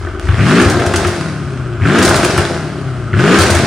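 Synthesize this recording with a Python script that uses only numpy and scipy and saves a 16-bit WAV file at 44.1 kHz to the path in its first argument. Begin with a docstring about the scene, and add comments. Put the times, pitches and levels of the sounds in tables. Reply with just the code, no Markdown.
"""Revving a V8 in a workshop

A turbocharged V8 gets three blips (quick presses of the throttle), heard from just behind its tailpipes.
Each firing sends a puff of gas down the pipes, and in a blip the puffs speed up into a rasping roar.
When the throttle shuts, fuel burns in the exhaust, which burbles, pops and crackles.
Then the engine sinks back towards a lumpy idle while the rush of gas dies away."""
import sys
import numpy as np
from scipy import signal
from scipy.fft import rfft, irfft, next_fast_len
from scipy.io import wavfile

SR = 44100
rng = np.random.default_rng(int(sys.argv[2]) if len(sys.argv) > 2 else 0)


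def unload_audio(sound):
    """Save the sound as a 16-bit wav file, at the path given as the first command line argument."""
    columns = np.transpose(np.atleast_2d(sound))
    # keep every value between -1 and 1, then stretch to whole-number steps
    steps = np.round(np.clip(columns, -1, 1) * 32767)
    wavfile.write(sys.argv[1], SR, steps.astype(np.int16))


N = 161406
TIME = np.arange(N) / SR


def from_db(db):
    """Turn decibels into a number to multiply by."""
    return 10 ** (np.asarray(db) / 20)


def rms_one(x):
    """Scale a signal to an average (RMS) level of 1."""
    return x / np.sqrt(np.mean(x ** 2) + 1e-20)


def in_time(rows):
    """Join (seconds, value) points with straight lines."""
    return np.interp(TIME, *np.transpose(rows))


def gate(start, end, rise_s, decay_s):
    """A level that rises from start, holds until end, then dies away."""
    return np.clip((TIME - start) / rise_s, 0, 1) * np.exp(-np.maximum(TIME - end, 0) / decay_s)


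def drift(rate_hz):
    """A smooth random wobble, about 1 in size."""
    r = np.exp(-80 * np.pi * rate_hz / SR)
    slow = signal.lfilter([1], [1, -2 * r, r * r], rng.standard_normal(N // 40 + 2002))[2000:]
    return np.interp(np.arange(N) / 40, np.arange(len(slow)), rms_one(slow))


def colour(x, points):
    """Make some frequencies louder and others softer, following (Hz, dB) points."""
    size = 2 * next_fast_len(N // 2 + SR // 10, True)
    hz, db = np.transpose(points)
    grid = np.maximum(np.arange(size // 2 + 1) * SR / size, 1)
    cepstrum = irfft(np.log(from_db(np.interp(np.log(grid), np.log(hz), db))))
    # make the filter ring only after a sound, never before
    cepstrum[1:size // 2] *= 2
    cepstrum[size // 2 + 1:] = 0
    return irfft(rfft(x, size) * np.exp(rfft(cepstrum)))[:N]


# Engine speed. Each row: time in seconds, firings per second.
FIRING_RATE = [(0, 82), (.16, 79), (.25, 73), (.3, 90), (.38, 115), (.44, 146), (.49, 185), (.6, 252),
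               (.65, 272), (.9, 212), (1.2, 166), (1.44, 140), (1.68, 121), (1.8, 107), (1.83, 127),
               (1.88, 165), (1.97, 230), (2.04, 262), (2.45, 175), (2.72, 144), (2.99, 123), (3.125, 111),
               (3.2, 163), (3.29, 230), (3.34, 259), (3.39, 272), (3.66, 212)]

def engine_speed(reference_hz=149.3):
    """Give a running count of firings, and the speed in octaves (doublings) above the reference."""
    hz = in_time(FIRING_RATE)
    firings = np.cumsum(hz * (1 + .006 * drift(15))) / SR
    return firings, np.log2(hz / reference_hz)


# Throttle presses; the first two make one blip.
# Each row: opening and shutting times in seconds, load in dB, relative rasp level in dB.
BLIPS = [(0.26, 0.331, -9, 5.5), (0.375, 0.594, -3.5, -2), (1.809, 2.006, -5.5, 0), (3.127, 3.344, -4, 0)]
OPEN_S, SHUT_S = 0.0068, 0.063

def engine_load():
    """How hard the engine works as the throttle opens and shuts."""
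    return sum(from_db(db) * gate(start, end, OPEN_S, SHUT_S) for start, end, db, _ in BLIPS)


# Notes the pipes ring at. Each row: pitch in Hz, width in Hz, level in dB.
PIPE_RINGS = [(288, 24, 0), (356, 22, 6)]

def tailpipe(x):
    """Add the ring of the pipes to a sound passing through them."""
    out = x
    for hz, width_hz, db in PIPE_RINGS:
        r = np.exp(-np.pi * width_hz / SR)
        ring = signal.lfilter([1, 0, -1], [1, -2 * r * np.cos(2 * np.pi * hz / SR), r * r], x)
        out = out + from_db(db) * (1 - r * r) / 2 * ring
    return out


# Exhaust tones. Each row: waves per cycle of eight firings, relative dB under load and when coasting.
TONES = [(4, -26, -33), (5, -31, -38), (6, -11.5, -31), (7, -23, -35), (8, -17.5, -22.7), (9, -26, -33),
         (10, -19, -31), (12, -27, -39), (14, -24, -48), (16, -27, -41)]

def roar(firings, load):
    """Low exhaust tones, strongest under load, drop out while the engine misfires after a blip."""
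    misfiring = sum(gate(start, end, OPEN_S, decay_s=0.11) for start, end, _ in OVERRUNS)
    coasting = np.maximum(1 - load - misfiring, 0)
    out = 0
    for multiple, load_db, coast_db in TONES:
        level = load * from_db(load_db + 2.5) + coasting * from_db(coast_db + .5)
        turns = round(multiple) * firings / len(CYLINDERS) + rng.random()
        waver = 1 + .28 * drift(15)
        out = out + np.sqrt(2) * level * waver * np.sin(2 * np.pi * turns)
    return out


# Each entry: the strength of one cylinder's puff in dB, in firing order.
CYLINDERS = [-0.5, -2.5, -5, 3.5, -2.5, -1.5, -1.5, -0.5]

def puffs(firings, decay_s, uneven_db, thud):
    """Each firing makes a thud of pressure and a burst of swirling gas, of slightly random strength."""
    count = firings.astype(int)
    starts = np.flatnonzero(np.diff(count))
    chance_db = uneven_db * np.clip(rng.standard_normal(len(starts)), -2, 2)
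    clicks = np.zeros(N)
    clicks[starts] = from_db(np.take(CYLINDERS, count[starts], mode="wrap") + chance_db)
    envelope = signal.lfilter([1], [1, -np.exp(-1 / (decay_s * SR))], clicks)
    return rms_one(envelope * rng.standard_normal(N)) + thud * rms_one(clicks)


# The deep tone of the chuffing. Each row: frequency in Hz, relative level in dB.
CHUFF_COLOUR = [(35, -79.5), (78, 12), (130, -6), (230, -1.5), (390, 1), (490, -11), (640, -3),
                (900, -16.5), (1250, -3.5), (1550, -5), (1850, -18.5), (3200, -21), (6000, -62)]

def chuff(firings, octaves):
    """Long, soft puffs go on throughout, louder as the engine slows."""
    gas = tailpipe(puffs(firings, decay_s=.011, uneven_db=1, thud=0.34))
    return from_db(-25.5 - 6 * octaves) * rms_one(colour(gas, CHUFF_COLOUR))


# How the rush of gas swells and fades. Each row: time in seconds, level in dB.
RUSH_LEVEL = [(0, -38), (.19, -44.5), (.24, -35), (.35, -32.5), (.5, -20.5), (.62, -19.5), (.78, -29),
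              (.92, -27.5), (1.05, -24), (1.2, -29.5), (1.4, -37), (1.6, -40.5), (1.79, -43.5),
              (1.87, -28.5), (1.98, -21.5), (2.06, -20), (2.2, -20), (2.42, -23.5), (2.62, -33),
              (2.83, -39), (3.13, -41.5), (3.2, -27), (3.37, -16.5), (3.43, -17), (3.55, -19.5),
              (3.66, -22.5)]
# The tone of its hiss. Each row: frequency in Hz, relative level in dB.
RUSH_COLOUR = [(300, 0.5), (1000, 14.5), (2000, 15.5), (3300, 6.5), (5000, 6.5), (7000, 0.5), (9500, -1),
               (11500, -16.5), (15500, -43)]

def rush(firings):
    """Gas hisses out of the pipes, partly in time with the firings; the turbos whistle in it."""
    jet = rng.standard_normal(N) + 0.54 * puffs(firings, decay_s=0.0024, uneven_db=8, thud=0.15)
    hiss = rms_one(colour(jet, RUSH_COLOUR))
    return from_db(in_time(RUSH_LEVEL)) * (hiss + from_db(-19) * turbos())


# Knocks in the exhaust, mostly as it takes up load. 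Each row: start in seconds, level in dB.
KNOCKS = [(.069, -19), (.397, -17), (1.852, -10), (1.899, -9), (3.136, -13), (3.193, -11), (3.238, -15)]
# Notes in each knock. Each row: pitch in Hz, relative level in dB, fade time in seconds.
METAL_RINGS = [(356, -3, .03), (1330, -3, .006), (1520, 0, .007), (1720, -5, .006)]

def knocks(rise_s=.0025, detune=.025):
    """Soft knocks set the metal of the exhaust ringing, a little differently each time."""
    out = 0
    for start, db in KNOCKS:
        for hz, ring_db, decay_s in METAL_RINGS:
            turns = hz * (1 + detune * rng.standard_normal()) * (TIME - start) + rng.random()
            level = from_db(db + ring_db) * gate(start, start + rise_s, rise_s, decay_s)
            out = out + level * np.sin(2 * np.pi * turns)
    return out


# The tones of a bright crack and of a hollow bark in the pipes, shared by the tick and the pops.
# Each row: frequency in Hz, relative level in dB.
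CRACK_COLOUR = [(300, -2.5), (1500, -9.5), (4500, 2), (7000, 0.5), (9800, -1), (12000, -16), (15500, -19.5)]
BARK_COLOUR = [(150, -31), (350, 3.5), (520, -12.5), (700, -1.5), (950, -9.5), (1250, -0.5), (1650, 1),
               (2000, -9.5), (3300, -12), (6000, -63)]

def tick(start_s=.197):
    """One dry tick with a small knock under it."""
    click = 1. * (np.arange(N) == int(start_s * SR))
    return from_db(-7) * colour(click, CRACK_COLOUR) + from_db(12) * colour(click, BARK_COLOUR)


# The hard tone of the rasp. Each row: frequency in Hz, relative level in dB.
RASP_COLOUR = [(150, -43), (300, -5), (400, 2.5), (520, -3.5), (680, -1.5), (930, -11), (1200, -1),
               (1650, -1), (1950, -10.5), (3300, -17), (6000, -35), (12000, -52)]

def rasp(firings, octaves, rise_s=.075):
    """Short, sharp puffs rasp while the throttle is open, louder as the engine speeds up."""
    level = sum(from_db(db) * gate(start, end, rise_s, SHUT_S) for start, end, _, db in BLIPS)
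    gas = tailpipe(puffs(firings, decay_s=.002, uneven_db=1.5, thud=0.77))
    return level * from_db(-18.5 + 9 * octaves) * rms_one(colour(gas, RASP_COLOUR))


def intake(firings, octaves, load, pitch_hz=2250, spread_hz=600):
    """Air rasps through the open throttle, one gulp per firing, higher as the engine speeds up."""
    angle = 2 * np.pi * np.cumsum(pitch_hz * 2 ** (.5 * octaves)) / SR
    noise = signal.sosfilt(signal.butter(2, spread_hz, fs=SR, output="sos"), rng.standard_normal(N))
    strength = from_db(np.take(CYLINDERS, firings.astype(int), mode="wrap"))
    gulps = np.sin(np.pi * firings) ** 4 * strength
    return load * from_db(-23.5 - 1.5 * octaves) * rms_one(noise * np.sin(angle) * gulps)


def bursts(starts, levels_db, points, rise_s, decay_s, grain_db):
    """Sudden bursts of grainy noise that die away, coloured by (Hz, dB) points."""
    power = sum((from_db(db) * gate(start, start + rise_s, rise_s, decay_s)) ** 2
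                for start, db in zip(starts, levels_db))
    grains = rng.standard_normal(N) * from_db(grain_db * drift(380))
    return colour(np.sqrt(power) * grains, points) / np.std(colour(grains, points))


# Exhaust pops. Each row: start in seconds, then the levels of the boom, bark and crack in dB.
POPS = [(.286, -3, -15.5, -41), (0.597, -25, -6.5, -36), (0.615, -10, -17, -20.5), (0.654, -1.5, -36, -31),
        (0.682, -11, -17, -34), (0.699, -23, -38, -19.5), (0.74, -7, -25, -42), (0.795, -12, -11.5, -31),
        (0.862, -8, -16, -25), (.937, -10, -9, -25), (0.96, -18, -15.5, -16.5), (1.046, -11, -10.5, -39),
        (1.069, -13, -42, -21), (1.987, -9, -15, -20), (2.025, -17, -21, -14), (2.05, -14, -30, -11),
        (2.088, -9, -12.5, -17), (2.157, -11, -21, -17), (2.229, -21, -8, -25), (2.243, -34, -25, -16),
        (2.377, -4.5, -6, -19.5), (3.338, -20, -16, -30), (3.387, -5, -14, -13), (3.41, -15, -22, -11),
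        (3.502, -7, -20.5, -14.5), (3.549, -3, -10, -17)]

def pops(boom_hz=94, boom_rise_s=.006, barks_per_pop=3, stutter_s=.014, loss_db=6):
    """Fuel fires in the exhaust: a low boom, a sharp crack and a stutter of ever weaker barks."""
    starts, boom_db, bark_db, crack_db = np.transpose(POPS)
    boom = 0
    for start, db in zip(starts, boom_db):
        level = from_db(db) * gate(start, start + boom_rise_s, boom_rise_s, decay_s=.015)
        boom = boom + level * np.sin(2 * np.pi * boom_hz * (TIME - start))
    repeat = np.arange(barks_per_pop)
    delays = stutter_s * repeat * (1 + .5 * rng.random((len(starts), barks_per_pop)))
    bark_starts = (starts[:, None] + delays).ravel()
    fading_db = (bark_db[:, None] - loss_db * repeat).ravel()
    bark = bursts(bark_starts, fading_db, BARK_COLOUR, rise_s=.0025, decay_s=.008, grain_db=1)
    crack = bursts(starts, crack_db, CRACK_COLOUR, rise_s=1 / SR, decay_s=.016, grain_db=3.5)
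    return boom + tailpipe(bark) + crack


# Overruns: spells after the throttle shuts, when fuel burns in the exhaust.
# Each row: start and end in seconds, relative level in dB.
OVERRUNS = [(0.648, 1.086, -0.5), (2.047, 2.49, 1), (3.374, 3.663, -0.5)]
# The low tone of the burble. Each row: frequency in Hz, relative level in dB.
BURBLE_COLOUR = [(25, -44), (55, -0.5), (88, -8), (125, 2.5), (170, 2.5), (250, -8), (410, -4.5),
                 (500, -8.5), (660, -4.5), (950, -16), (1200, -15), (1600, -11), (2000, -41), (4000, -26),
                 (12000, -61)]

def burble(firings, fade_db_per_s=12):
    """Fuel burning in the exhaust makes ragged puffs that fade away."""
    level = 0
    for start, end, db in OVERRUNS:
        fading_db = db - fade_db_per_s * np.maximum(TIME - start, 0)
        level = level + from_db(fading_db) * gate(start, end, OPEN_S, decay_s=0.23)
    gas = tailpipe(puffs(firings, decay_s=0.0039, uneven_db=3.5, thud=0.35))
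    return level * from_db(-13.5) * rms_one(colour(gas, BURBLE_COLOUR))


def turbos(top_hz=11200, fall_hz_per_s=3200, width_hz=260, run_down_s=2.3):
    """The turbos run down after each blip with a breathy, falling whistle."""
    out = 0
    for start, _, _ in OVERRUNS:
        hz = top_hz - fall_hz_per_s * np.maximum(TIME - start, 0)
        angle = 2 * np.pi * np.cumsum(hz) / SR
        whistle = drift(width_hz) * np.sin(angle) + drift(width_hz) * np.cos(angle)
        out = out + rms_one(whistle) * gate(start, start + run_down_s, run_down_s / 2, SHUT_S)
    return out


def echoes(x, fade_s, first_s):
    """Bare walls throw back a blur of echoes that falls by 60 dB in fade_s."""
    t = TIME[:SR // 2]
    response = rng.standard_normal(len(t)) * from_db(-60 * t / fade_s) * (t > first_s)
    return signal.fftconvolve(x, response / np.linalg.norm(response))[:N]


# Stereo spread. Each row: frequency in Hz, gain of the side (left minus right) signal in dB.
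STEREO_WIDTH = [(60, -46), (300, -17), (700, -10), (1500, -9.5), (2800, -3.5), (6000, -2), (11000, 4)]

def scene():
    """The engine in the workshop: bass a little to the left, treble spread wide."""
    firings, octaves = engine_speed()
    load = engine_load()
    exhaust = rasp(firings, octaves) + burble(firings) + chuff(firings, octaves)
    noises = exhaust + intake(firings, octaves, load) + knocks() + pops() + rush(firings) + tick()
    mid = tailpipe(roar(firings, load)) + noises
    mid = mid + from_db(-6) * echoes(noises, fade_s=0.54, first_s=0.0053)
    side_echoes = from_db(-3) * echoes(noises, fade_s=0.17, first_s=0.00065)
    side = colour(side_echoes + from_db(-5.5) * rush(firings), STEREO_WIDTH)
    bass = signal.sosfilt(signal.butter(1, 450, fs=SR, output="sos"), mid)
    side = side + (from_db(1.7) - 1) * bass
    return np.array([mid + side, mid - side])


LOW_CUT_HZ, HIGH_CUT_HZ, CEILING = 53, 16000, .95

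def record(dry):
    """Take out the deepest bass, round off loud peaks and cut the highest treble."""
    dry = signal.sosfilt(signal.butter(2, LOW_CUT_HZ, "high", fs=SR, output="sos"), dry)
    rounded = dry / (1 + (dry / CEILING) ** 4) ** (1 / 4)
    return signal.sosfilt(signal.ellip(10, .2, 80, HIGH_CUT_HZ, fs=SR, output="sos"), rounded)


dry = scene()
out = record(dry)
unload_audio(out)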